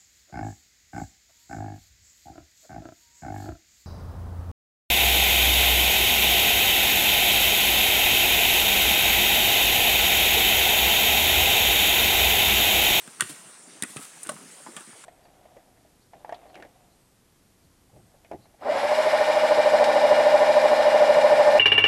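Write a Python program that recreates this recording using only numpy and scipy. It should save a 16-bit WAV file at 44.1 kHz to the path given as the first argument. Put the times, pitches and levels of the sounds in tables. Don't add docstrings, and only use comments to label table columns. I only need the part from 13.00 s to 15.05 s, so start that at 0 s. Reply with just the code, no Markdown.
import sys
import numpy as np
from scipy import signal
from scipy.fft import rfft, irfft, next_fast_len
from scipy.io import wavfile
from scipy.ndimage import uniform_filter1d

SR = 44100
rng = np.random.default_rng(int(sys.argv[2]) if len(sys.argv) > 2 else 0)


def how_loud(loudness_db):
    steps = np.asarray(loudness_db, float) / 20
    return 10 ** steps


def generate_wav(signal):
    frames = np.transpose(np.atleast_2d(signal))
    scaled = np.clip(frames, -1, 1) * 32767
    pcm = np.round(scaled).astype(np.int16)
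    wavfile.write(sys.argv[1], SR, pcm)


N = 90404


def unit(x):
    return x / np.sqrt(np.mean(x ** 2) + 1e-20)


def along(points, hz):
    f, value = np.transpose(points)
    return np.interp(np.log(hz + 1), np.log(f + 1), value)


def filtered(x, response):
    size = next_fast_len(N + SR // 2)
    hz = np.fft.rfftfreq(size, 1 / SR)
    return irfft(rfft(x, size) * response(hz), size)[..., :N]


def noise(spectrum, patchy_db):
    top_hz = 15950
    cells = signal.stft(rng.standard_normal(N), nperseg=512)[2]
    patches = uniform_filter1d(rng.standard_normal(cells.shape), 6, 0)
    patches = unit(uniform_filter1d(patches, 10, 1))
    x = signal.istft(cells * how_loud(patchy_db * patches), nperseg=512)[1][:N]
    return unit(filtered(x, lambda hz: how_loud(along(spectrum, hz)) * (hz < top_hz)))


def ringing(rows, modes, rise_s, gain_db, chatter_db, damp, radiates=0.77):
    detune, mode_spread_db = 0.048, 1.8
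    taps_per_s, chatter_lasts = 2500, 2.09
    travel_s = 0.001079
    out, t = np.zeros(N + SR), np.arange(SR // 7) / SR
    tap_t = t[:SR // 10]
    for s, db, hz, t60 in rows:
        ring = np.zeros(len(t))
        for ratio, level_db, share in modes:
            tune, size = rng.standard_normal(2) * (ratio != 1)
            decay = how_loud(level_db + mode_spread_db * size - 60 * t / (damp * t60 * share))
            ring += decay * np.sin(2 * np.pi * hz * ratio * (1 + detune * tune) * t)
        hit, sign = rng.random((2, len(tap_t)))
        taps = (hit < taps_per_s / SR) * (2 * sign - 1)
        taps = taps * how_loud(chatter_db - 60 * tap_t / (chatter_lasts * t60))
        taps[0] = 1
        sound = signal.fftconvolve(ring * (1 - np.exp(-t / rise_s)), taps)[:len(t)]
        sound = signal.lfilter(*signal.butter(3, radiates * hz, "high", fs=SR), sound)
        out[round((s + travel_s) * SR):][:len(t)] += how_loud(db + gain_db) * sound
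    return out[:N]


# time in seconds, level in dB.
SETTLING = [(0, -50), (.1, -52), (.2, -54.5), (.235, -44), (.265, -48.5), (0.299, -38), (.335, -48.5),
            (.45, -56), (.8, -75), (.86, -59), (.9, -44.5), (.97, -49.5), (1.03, -41.5), (1.12, -54.5),
            (1.25, -49), (1.4, -53), (1.75, -55.5), (2.05, -59.5)]
# frequency in Hz, level in dB.
FIBRE_COLOUR = [(100, -16), (300, -7), (700, -6), (1500, -5), (3000, -3.5), (5000, -8), (9000, -8),
                (14000, -6.5)]


def rustle():
    gain_db, growth, grain_db = -5.5, 1, 2
    s, db = np.transpose(SETTLING)
    peak_db = db.max()
    level_db = np.interp(np.arange(N) / SR, s, db)
    grain = unit(uniform_filter1d(rng.standard_normal(N), size=90))
    rubbing = unit(how_loud(grain_db * grain) * noise(FIBRE_COLOUR, patchy_db=1.1))
    return how_loud(peak_db + gain_db + growth * (level_db - peak_db)) * rubbing


# frequency in Hz, level in dB.
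LEAF_COLOUR = [(45, -19), (140, 7.5), (320, 5), (1400, 3), (4100, -5), (9200, -5), (12600, -19),
               (16100, -12)]


def leaves():
    return how_loud(-53) * noise(LEAF_COLOUR, patchy_db=2.5)


# start in seconds,
# peak in dB, pitch in Hz, t60 in seconds.
SHELL_KNOCKS = [(0.021, -45.5, 856, 0.03), (0.076, -34.5, 1370, 0.03), (0.1972, -25.5, 1350, 0.05),
                (.2025, -28, 1480, 0.034), (0.207, -16, 1505, 0.024), (0.216, -39, 1740, 0.041),
                (0.2213, -16, 1430, 0.02), (0.246, -34.5, 1170, 0.025), (0.8227, -22.5, 1890, 0.02),
                (0.833, -20, 1420, 0.028), (0.961, -28, 800, 0.014), (0.9665, -30.5, 1293, 0.056),
                (1.012, -46, 1300, 0.029), (1.038, -44, 1360, 0.056), (1.262, -37.5, 1500, 0.062),
                (1.29, -25.5, 1120, 0.036), (1.293, -33, 586, 0.024), (1.316, -33, 570, 0.037),
                (1.364, -43, 1000, 0.06), (1.669, -33.5, 950, 0.035), (1.7645, -32, 1210, 0.065),
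                (1.769, -32, 1495, 0.041), (1.806, -38, 1370, 0.056), (1.929, -39.5, 900, 0.041),
                (2.038, -34, 1120, 0.03),
                (0.2066, -17, 2640, 0.02), (0.2214, -25, 2710, 0.022), (0.8227, -23, 3160, 0.012),
                (.8326, -25.5, 2500, 0.025), (0.967, -30, 2530, 0.03), (1.7645, -32, 2600, 0.04),
                (1.663, -34.5, 840, 0.048), (1.771, -36.5, 604, 0.042), (0.362, -43, 1480, 0.028),
                (1.247, -43.5, 1530, 0.074), (1.2917, -28, 2900, 0.021), (1.2923, -29, 4150, 0.026)]
# ratio to the pitch, level in dB, share of t60.
SHELL_MODES = [(1, -1.5, 1), (1.189, -3, 0.88), (1.42, -4.5, 0.49), (1.9, -10.5, 1)]


def knocks():
    return ringing(SHELL_KNOCKS, SHELL_MODES, rise_s=0.000092, gain_db=-4.5,
                   chatter_db=-4.5, damp=0.34)


# frequency in Hz, t60 in seconds.
GROVE_DECAY = [(150, 0.26), (1500, 0.67), (4000, 0.91), (10000, 0.73)]


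def grove(x):
    delay_s = 0.012
    out, size = np.zeros(N + SR), SR // 12
    bursts = rng.standard_normal((N // size + 1, SR // 3))
    hz, t, cells = signal.stft(bursts, SR, nperseg=256)
    decay = how_loud(-60 * t / along(GROVE_DECAY, hz)[:, None])
    tails = signal.istft(cells * decay, SR, nperseg=256)[1]
    for k, tail in enumerate(tails):
        echo = signal.fftconvolve(x[k * size:][:size], tail / np.linalg.norm(tail))
        out[k * size + round(delay_s * SR):][:len(echo)] += echo
    return how_loud(-14.5) * out[:N]


# start in seconds, peak in dB, pitch in Hz, t60 in seconds.
PLANK_THUDS = [(0.074, -39.5, 220, 0.04), (0.2192, -33, 149, 0.04), (0.249, -48, 210, 0.06),
               (0.294, -46, 152, 0.065), (0.673, -47, 267, 0.11), (0.8222, -34.5, 149, 0.046),
               (0.833, -31, 269, 0.046), (0.896, -49.5, 208, 0.16), (0.9612, -40, 205, 0.04),
               (.9635, -34, 165, 0.049), (0.99, -40, 270, 0.059), (1.263, -41.5, 301, 0.073),
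               (1.289, -35, 224, 0.035), (1.308, -39, 228, 0.053), (1.334, -40, 203, 0.039),
               (1.354, -44, 188, 0.046), (1.413, -48, 263, 0.11), (1.455, -47.5, 236, 0.058),
               (1.663, -45, 264, 0.11), (1.684, -40, 322, 0.061), (1.764, -41, 212, 0.057),
               (1.805, -45.5, 332, 0.033), (1.873, -43.5, 217, 0.047), (1.888, -46, 241, 0.045),
               (1.925, -50, 131, 0.056)]
# ratio to the pitch, level in dB, share of t60.
PLANK_MODES = [(1, 1, 0.83), (1.52, -9, 0.97), (2.38, -12.5, 0.78), (0.762, -9.5, 1.7)]


def thuds():
    return ringing(PLANK_THUDS, PLANK_MODES, rise_s=0.00073, gain_db=2.5,
                   chatter_db=-16.0, damp=0.96, radiates=0.49)


# start in seconds, peak in dB, t60 in seconds, lowest frequency in Hz.
HUSK_SNAPS = [(0.076, -34, 0.0185, 1500), (.1984, -32, 0.01, 3000), (.2079, -1, 0.0024, 1500),
              (.2086, -10.5, .012, 2470), (0.2127, -19, 0.012, 5000), (.2148, -18.5, 0.016, 4000),
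              (0.22, -22, .01, 6000), (0.2216, -24, 0.027, 6000), (.247, -38, .015, 6500),
              (0.8238, -14, 0.0051, 1490), (0.8238, -18, .018, 2510), (0.8274, -29, 0.034, 7000),
              (0.8343, -26, 0.012, 1500), (0.8359, -21.5, 0.011, 6500), (.8367, -19, .014, 7000),
              (0.962, -33, 0.04, 2500), (0.9673, -27, .012, 2500), (.969, -27.5, 0.015, 1510),
              (0.972, -31, .04, 4000), (1.2321, -20, 0.013, 7200), (1.2329, -23, 0.016, 7200),
              (1.2371, -25, 0.012, 7000), (1.24, -29, 0.017, 6800), (1.2704, -22, 0.014, 3600),
              (1.291, -25, 0.062, 2950), (1.2932, -21.5, 0.013, 3000), (1.2946, -27, 0.0086, 3000),
              (1.296, -25.5, .025, 3500), (1.3192, -30, 0.008, 5500), (1.7654, -27.5, 0.023, 1510),
              (1.77, -33.5, 0.078, 1500), (1.799, -35, 0.021, 6000), (1.807, -34, 0.021, 2000),
              (2.04, -36, 0.018, 1500)]
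# frequency in Hz, level in dB.
SNAP_COLOUR = [(300, -29), (1500, -2), (3500, 5.5), (5000, -8), (9000, 3.5), (11000, -5), (13500, -6.5),
               (17000, -7)]


def snaps():
    gain_db, break_db = -10, 11
    out, t = np.zeros(N + SR), np.arange(SR // 10) / SR
    for s, db, t60, low_hz in HUSK_SNAPS:
        burst = rng.standard_normal(len(t)) * how_loud(-60 * t / t60)
        burst[0] += how_loud(break_db)
        high_pass = signal.butter(3, low_hz, "high", fs=SR, output="sos")
        thin = signal.sosfilt(high_pass, burst)
        out[round(s * SR):][:len(t)] += how_loud(db + gain_db) * thin
    return filtered(out[:N], lambda hz: how_loud(along(SNAP_COLOUR, hz)))


# start in seconds, peak in
# dB, pitch in Hz, t60 in seconds.
HELD_NOTES = [(.198, -37, 1460, 0.047), (.207, -19, 1530, 0.022), (.207, -19, 1900, 0.02),
              (.206, -27, 1170, 0.033), (.216, -28.5, 1800, .03), (.2215, -41.5, 375, .11),
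              (.295, -38.5, 295, 0.094), (.308, -45.5, 152, 0.24), (.2066, -17, 3380, 0.015),
              (.222, -29, 2950, 0.02), (.8224, -23.5, 3780, 0.01), (.8228, -29, 5500, 0.0089),
              (.8325, -31, 5000, 0.011), (1.668, -42.5, 1010, 0.043), (1.385, -52, 290, .06),
              (1.011, -49, 1295, 0.13), (1.2915, -23.5, 1115, 0.027), (1.291, -28.5, 1500, 0.034),
              (1.291, -35, 1950, 0.037), (1.293, -28.5, 607, 0.055), (1.6, -43.5, 570, 0.032),
              (1.333, -46, 1060, 0.054), (1.17, -50, 856, .08)]
# ratio to the pitch, level in dB, share of t60.
HELD_MODES = [(1, 2.5, 0.97), (1.21, -18, 0.84)]


def held_notes():
    return ringing(HELD_NOTES, HELD_MODES, rise_s=0.00094, gain_db=1.24, chatter_db=-24, damp=1.0)


# start in seconds, peak in dB, rise in seconds.
BED_PUSHES = [
    (0.2207, -34, .0008),
    (0.8232, -31, .0008),
    (0.8332, -32.5, .0006),
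    (.9623, -26, 0.00083),
    (1.2634, -39, 0.001),
    (1.2902, -35.5, 0.00076),
    (1.7654, -42, .0006),
    (1.655, -44.5, .0007),
]


def pushes():
    out, t = np.zeros(N + SR), np.arange(SR // 50) / SR
    for s, db, rise_s in BED_PUSHES:
        shove = t / rise_s * np.exp(1 - t / rise_s)
        out[round(s * SR):][:len(t)] += how_loud(db) * shove
    return out[:N]


# time in seconds, pitch in Hz, level in dB before the microphone.
BIRD_CHIRP = [
    (1.509, 8470, -79),
    (1.513, 8250, -63),
    (1.521, 7800, -56),
    (1.533, 7700, -57),
    (1.538, 7760, -79),
]


def bird():
    s, hz, db = np.transpose(BIRD_CHIRP)
    t = np.arange(N) / SR
    phase = 2 * np.pi * np.cumsum(np.interp(t, s, hz)) / SR
    return how_loud(np.interp(t, s, db, -150, -150)) * np.sin(phase)


def scene():
    landings = knocks() + thuds() + snaps() + pushes()
    notes = held_notes()
    echo = grove(landings + how_loud(-5.5) * notes)
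    mix = landings + notes + echo + rustle() + leaves() + bird()
    return mix[None]


def roll_off(x):
    return signal.sosfilt(signal.butter(12, 16810, fs=SR, output="sos"), x)


def record(dry):
    port_hz, port_width_hz, roll_hz = 9190, 2150, 11560
    low_cut_hz, leak_db, top_hz = 104, -33, 16800

    def microphone(f):
        port = port_hz ** 2 / (port_hz ** 2 - f * f + 1j * f * port_width_hz)
        port = port / (1 + 1j * f / roll_hz)
        cut = (-f * f / (low_cut_hz ** 2 - f * f + 1.4j * f * low_cut_hz)) ** 3
        return port * (cut + how_loud(leak_db)) * (f < top_hz)

    rumble = how_loud(-78.5) * noise([(20, -3), (100, -5), (3000, -12)], patchy_db=1.5)
    return roll_off(filtered(dry, microphone) + rumble)


dry = scene()
out = record(dry)
generate_wav(out)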